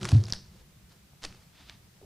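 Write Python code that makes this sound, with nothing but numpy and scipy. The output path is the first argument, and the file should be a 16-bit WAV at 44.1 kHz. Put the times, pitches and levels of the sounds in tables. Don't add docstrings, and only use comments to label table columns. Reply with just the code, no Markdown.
import sys
import numpy as np
from scipy import signal
from scipy.fft import rfft, irfft, next_fast_len
from scipy.io import wavfile

SR = 44100
rng = np.random.default_rng(int(sys.argv[2]) if len(sys.argv) > 2 else 0)


def transcribe(u):
    v = np.clip(np.atleast_2d(u).T, -1, 1)
    q = np.round(v * 32767).astype(np.int16)
    wavfile.write(sys.argv[1], SR, q)


def voltage_ratio(decibels):
    exponent = np.asarray(decibels, float) / 20
    return 10 ** exponent


N = 90404
OPPOSITE = np.array([[1], [-1]])


def rms_one(x):
    return x / np.sqrt(np.mean(x ** 2) + 1e-20)


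def level(rows):
    time_s, level_db = np.transpose(rows)
    return voltage_ratio(np.interp(np.arange(N) / SR, time_s, level_db, left=-140, right=-140))


def at_hz(points, hz):
    points_hz, points_db = np.transpose(points)
    return np.interp(np.log(hz), np.log(points_hz), points_db, left=-70, right=-70)


def drift(rate_hz):
    r = np.exp(-80 * np.pi * rate_hz / SR)
    white = rng.standard_normal(N // 40 + 2002)
    slow = signal.lfilter([1], [1, -2 * r, r * r], white)[2000:]
    return np.interp(np.arange(N) / 40, np.arange(len(slow)), rms_one(slow))


def ring(x, hz, t60_s):
    r = voltage_ratio(-60 / (t60_s * SR))
    w = 2 * np.pi * hz / SR
    return signal.lfilter([0, np.sin(w)], [1, -2 * r * np.cos(w), r * r], x + 1e-18)


def click(time_s, height=1):
    x = np.zeros(N)
    x[np.minimum(np.asarray(time_s) * SR, N - 1).astype(int)] = height
    return x


def colour(sources, spectrum, patchy_db, rate_hz):
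    edges_hz = 20 * 2 ** np.arange(0, 9.9, 1 / 3)
    together = drift(rate_hz)
    for k, (low, high) in enumerate(zip(edges_hz, edges_hz[1:])):
        hz = np.sqrt(low * high)
        sos = signal.butter(2, [low, high], "band", fs=SR, output="sos")
        band = signal.sosfilt(sos, sources[k % len(sources)])
        flicker_db = patchy_db * (together + 1.6 * drift(rate_hz))
        yield hz, band * voltage_ratio(at_hz(spectrum, hz) + flicker_db)


def noise(spectrum, patchy_db, rate_hz):
    white = rng.standard_normal((2, N))
    return rms_one(sum(band for _, band in colour(white, spectrum, patchy_db, rate_hz)))


def snaps():
    # (time [s], peak
    # [dB], ring [Hz], length [cycles], trailing flurry [dB])
    lift_snaps = [(.0128, -38.5, 4500, 2.5, 2), (.016, -41, 1340, 7.1, 0), (.0215, -47, 4200, 4.5, -7),
                  (.0308, -21.5, 4380, 1.95, -4.5), (.0368, -39, 6500, 3.5, -3),
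                  (.0453, -25.5, 6260, 2.2, -3), (.0525, -25, 1350, 1.8, -6.5), (.0532, -29, 9850, 7.6, -9),
                  (.0605, -36, 2520, 1.6, -11), (.034, -38.5, 1450, 4.3, -16), (.047, -36, 1500, 4.6, -6),
                  (.057, -36.5, 1140, 4.8, -3), (.053, -23, 5420, 5.2, 1.5), (.0682, -47, 3000, 0.9, 12),
                  (.0883, -25.5, 2780, 1.8, -2), (.0903, -28.5, 4580, 5.2, 2.5),
                  (.0915, -33, 10300, 5, -12), (.0988, -31, 5250, 3, -8), (.1095, -30, 6540, 2.5, -6),
                  (.1385, -43, 4500, 7, -17), (.1498, -37, 2600, 1.1, -28), (.179, -42, 2150, 3.2, -6),
                  (.1172, -33, 4560, 2.8, 6), (.119, -29, 830, 2.03, -38), (.2384, -27.5, 5280, 2.8, -11),
                  (.2545, -33.5, 5050, 7.2, -27), (.2665, -38.5, 3820, 3.3, 0.5), (.2688, -40, 6200, 3, -9),
                  (.283, -41, 5500, 1.6, 5), (.2878, -36, 5200, 2, -10), (.2987, -32.5, 5900, 3.2, -2),
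                  (.3032, -31.5, 5750, 5.2, 0), (.32395, -10.5, 5050, 4.4, -17),
                  (.3341, -22, 4960, 3.2, -1), (.3245, -36.5, 1120, 2.7, -5),
                  (.3338, -32.5, 1027, 1.93, -27), (.3362, -26.5, 5700, 4.1, -5),
                  (.3505, -44, 9800, 6.5, -12)]
    land_snaps = [(1.223, -45.5, 2550, 1.3, 5.5), (1.2329, -29.5, 3940, 1.36, -8.5),
                  (1.239, -26, 5000, 1.5, -2.5), (1.2398, -38, 5660, 3.4, -12),
                  (1.2452, -43, 4650, 3.7, -5), (1.2457, -39, 1480, 1.6, -12),
                  (1.249, -27.5, 2850, 2.1, -3), (1.2493, -28, 4840, 4.8, -9), (1.2503, -34, 3540, 2.7, -9),
                  (1.2514, -28, 4500, 5.1, -1.5), (1.2538, -46, 3760, 2.3, -16),
                  (1.2625, -39, 2820, 3, -20), (1.2655, -52, 4500, 2.7, -8), (1.277, -46, 2970, 2.5, -3),
                  (1.306, -46.5, 1170, 1.2, -12), (1.3254, -38.5, 2500, 0.99, -9),
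                  (1.3474, -45, 1490, 1.2, -6), (1.6966, -26, 3550, 1.32, -16.5),
                  (1.6978, -37.5, 2310, 2.1, -10)]
    fold_db, fold_t60_s = -40.5, 0.0094
    flurry_s, flurry_hz, flurry_width_hz = 0.0023, 4500, 10400
    size = 1500
    rows, out, t = lift_snaps + land_snaps, np.zeros(N), np.arange(size) / SR
    cut = signal.butter(1, [600, 7000], "band", fs=SR, output="sos")
    for time_s, peak_db, hz, cycles, flurry_db in rows:
        swell = np.sin(np.pi * np.minimum(t * hz / cycles, 1) ** 1.15)
        pop = -np.sin(2 * np.pi * hz * t) * swell
        pop = pop + voltage_ratio(fold_db) * ring(pop, hz, fold_t60_s)
        z = rng.standard_normal(size)
        flurry = signal.sosfilt(cut, z * np.abs(z) * np.exp(-t / flurry_s))
        flurry = flurry + 0.58 * ring(flurry, flurry_hz, 1.6 / flurry_width_hz)
        flurry = flurry / np.abs(flurry).max()
        i = int(time_s * SR)
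        out[i:i + size] += voltage_ratio(peak_db) * (pop + voltage_ratio(flurry_db) * flurry)
    return out


def crinkle():
    # (time [s], level [dB])
    lift = [(0, -60), (.03, -46.5), (.06, -44.5), (.115, -44.5), (.15, -49.5), (.23, -58), (.305, -51.5),
            (.323, -54), (.338, -48.5), (.42, -70), (.62, -66)]
    land = [(1.21, -74), (1.225, -52.5), (1.25, -41), (1.275, -59.5), (1.3, -63), (1.34, -63), (1.4, -65),
            (1.5, -78)]
    stir = [(.84, -106), (.91, -63), (1.0, -82)]
    # (frequency [Hz], density [dB per Hz])
    film_colour = [(150, -45), (250, -0.5), (356, -5), (1160, -8), (1320, -8.5), (2310, -13), (4610, -8.5),
                   (10300, -22.5), (14000, -35)]
    clicks_per_s, spread_db = 2500, 3.5
    sizes = voltage_ratio(spread_db * np.minimum(rng.exponential(1, N), 3.2)) * rng.choice([-1, 1], N)
    born = rng.random(N) < clicks_per_s * voltage_ratio(3 * drift(60)) / SR
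    grains = sizes * born + 0.26 * rng.standard_normal(N)
    film = sum(band for _, band in colour([grains, -grains], film_colour, patchy_db=1.2, rate_hz=40))
    return rms_one(film) * (level(lift) + level(land) + level(stir))


def bag():
    film_top_hz = 11100
    sos = signal.butter(6, film_top_hz, fs=SR, output="sos")
    return signal.sosfilt(sos, snaps() + crinkle())


def table_thumps():
    # (time [s], strength [0-1])
    thumps = [
        (.126, .98),
        (.1521, .72),
    ]
    # (frequency [Hz], signed height, t60 [s])
    low_modes = [(93.67, .503, .214), (108.41, -.6, .18), (111.53, .067, .379), (127.63, .474, .144),
                 (134.14, -.361, .5), (152.7, -.102, .08)]
    # (frequency [Hz], level [dB], t60 [s])
    weak_modes = [(64, -35, .35), (174, -38, .3), (198, -38, .3), (229, -32, .2), (281, -34, .2),
                  (255, -37, .08), (312, -33, .1), (343, -38, .12), (361, -40, .15), (700, -44, .06),
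                  (1070, -45, .05)]
    blows = click(*np.transpose(thumps))
    out = sum(height * ring(blows, hz, t60_s) for hz, height, t60_s in low_modes)
    for k, (hz, db, t60_s) in enumerate(weak_modes):
        out += voltage_ratio(db) * (-1) ** k * ring(blows, hz, t60_s)
    out = signal.sosfilt(signal.butter(2, 40, "high", fs=SR, output="sos"), out)
    return signal.lfilter([.25], [1, -.75], out)


def table_shake():
    # (time [s], level [dB])
    shake = [(0, -42), (.035, -33), (.1, -41), (.2, -41), (.3, -51.5), (.42, -64), (.55, -69.5), (.68, -63)]
    # (frequency [Hz], width [Hz], level [dB])
    resonances = [(119.5, 30, 3.5), (193, 16, -2.5), (350, 35, -4.5), (81, 15, -4.5), (467, 60, -20)]
    sos = signal.butter(2, 60, "high", fs=SR, output="sos")
    white = signal.sosfilt(sos, rng.standard_normal(N))
    out = sum(voltage_ratio(db) * rms_one(ring(white, hz, 2.0 / width_hz)) for hz, width_hz, db in resonances)
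    return level(shake) * rms_one(out)


def taps():
    # (time [s], level [dB], frequency [Hz], t60 [s])
    tap_rows = [(.12, -31, 260, .02), (.545, -55, 350, .06), (.555, -58, 520, .05), (.61, -57, 500, .06),
                (.955, -56, 330, .03), (1.134, -50, 700, .012), (1.134, -48, 140, .04),
                (1.262, -45, 280, .05), (2.0143, -48, 620, .008), (2.0159, -40.5, 480, .009),
                (2.0247, -49, 560, .012), (2.0268, -46, 390, .05), (2.0343, -48, 400, .06),
                (2.0245, -55, 930, .03), (2.031, -54, 760, .04), (2.044, -50, 560, .03)]
    out = np.zeros(N)
    for time_s, db, hz, t60_s in tap_rows:
        contact = signal.lfilter([.04], [1, -1.6, .64], click(time_s))
        out += voltage_ratio(db) * ring(contact, hz, t60_s)
    return out


def air_pushes():
    # (time [s], signed height, length [s])
    pushes = [
        (.3245, 0.049, 0.0051),
        (0.352, -0.0076, 0.029),
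        (1.237, 0.009, 0.022),
        (1.251, -0.0054, 0.029),
        (1.27, -0.0088, 0.026),
    ]
    t = np.arange(N) / SR
    out = np.zeros(N)
    for time_s, height, length_s in pushes:
        phase = np.clip((t - time_s) / length_s, 0, 1)
        out += height * np.sin(np.pi * phase ** .5) ** 2
    return out


def cloth():
    # (time [s], level [dB])
    rub = [(1.5, -79), (1.56, -62.5), (1.61, -57), (1.655, -64), (1.69, -54.5), (1.72, -60), (1.77, -67.5),
           (1.82, -96)]
    # (frequency [Hz], density [dB per Hz])
    rub_colour = [(180, -58), (300, 5), (363, -5), (408, -24), (745, -3), (814, -6), (4090, -3),
                  (10000, -25), (13000, -58), (22000, -120)]
    return level(rub) * noise(rub_colour, patchy_db=0.5, rate_hz=16)


def room(x):
    t60_s, room_db, side_db, wall_cut_hz = 0.36, -26.5, -16.5, 13000
    size = next_fast_len(N + SR)
    w = 2 * np.pi * np.arange(size // 2 + 1) / size
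    dull = 1 / (1 + 1j * w * SR / (2 * np.pi * wall_cut_hz)) ** 0.071
    out = np.zeros((2, len(w)), complex)
    for k, lag in enumerate(rng.uniform(.006, .035, 24) * SR):
        loop = voltage_ratio(-60 * lag / SR / t60_s) * dull * np.exp(-1j * w * lag)
        out[k % 2] += (-1) ** (k // 2) * loop / (1 - loop)
    for lag in np.array([.0011, .0023, .0047]) * SR:
        delay = np.exp(-1j * w * lag)
        out *= (delay - .6) / (1 - .6 * delay)
    mid, side = irfft(out * rfft(x, size), size)[:, :N]
    return voltage_ratio(room_db) * (mid + voltage_ratio(side_db) * side * OPPOSITE)


def rumble():
    # (frequency [Hz], density [dB per Hz])
    rumble_colour = [(20, -3.5), (48, -7), (58, 4.5), (97, -0.5), (150, 1), (195, 0), (228, -25),
                     (520, -24), (620, -38)]
    capsule_colour = [(20, -8), (100, -8.5), (300, -23.5), (500, -52)]
    # (time [s], level [dB])
    rumble_rows = [(0.45, -55.5), (1.098, -60), (1.13, -60), (1.202, -63), (1.246, -49.5), (1.526, -64),
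                   (1.748, -55.5), (2.002, -64), (2.05, -54)]
    side_db = -74.5
    mid = noise(rumble_colour, patchy_db=1.5, rate_hz=26)
    side = noise(capsule_colour, patchy_db=-2.2, rate_hz=11)
    gain = level([(0.045, -38.5)] + list(rumble_rows))
    return gain * mid + voltage_ratio(side_db) * side * OPPOSITE


def hiss():
    # (frequency [Hz], density [dB per Hz])
    hiss_colour = [(180, -61), (300, -1), (343, -6.5), (667, -11), (994, -10.5), (1170, -11.5),
                   (4670, -13.5), (16000, -20)]
    # (frequency [Hz], likeness [0-1])
    likeness = [(60, 0.87), (180, 0.46), (550, 0.19), (1650, 0.23), (4970, 0.092), (15000, 0.016)]
    hiss_db = -63
    white = rng.standard_normal((2, 2, N))
    out = 0
    for hz, (mid, side) in colour(white, hiss_colour, patchy_db=.15, rate_hz=8):
        inside_hz = np.clip(hz, likeness[0][0], likeness[-1][0])
        alike = np.clip(at_hz(likeness, inside_hz), 0, 1)
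        out = out + np.sqrt(1 + alike) * mid + np.sqrt(1 - alike) * side * OPPOSITE
    return voltage_ratio(hiss_db) * rms_one(out)


def scene():
    near = bag() + cloth()
    overload = 1.5
    direct = near - overload * near ** 3
    table = table_thumps() + table_shake() + taps()
    return direct + room(near) + table + air_pushes() + rumble() + hiss()


def top_cut(x):
    return signal.sosfilt(signal.butter(12, 16530, fs=SR, output="sos"), x)


def record(dry):
    mic_low_hz, cutoff_hz = 2.7, 15830
    x = signal.sosfilt(signal.butter(1, mic_low_hz, "high", fs=SR, output="sos"), dry)
    x = signal.sosfilt(signal.cheby2(14, 40, cutoff_hz, fs=SR, output="sos"), x)
    return top_cut(x)


dry = scene()
out = record(dry)
transcribe(out)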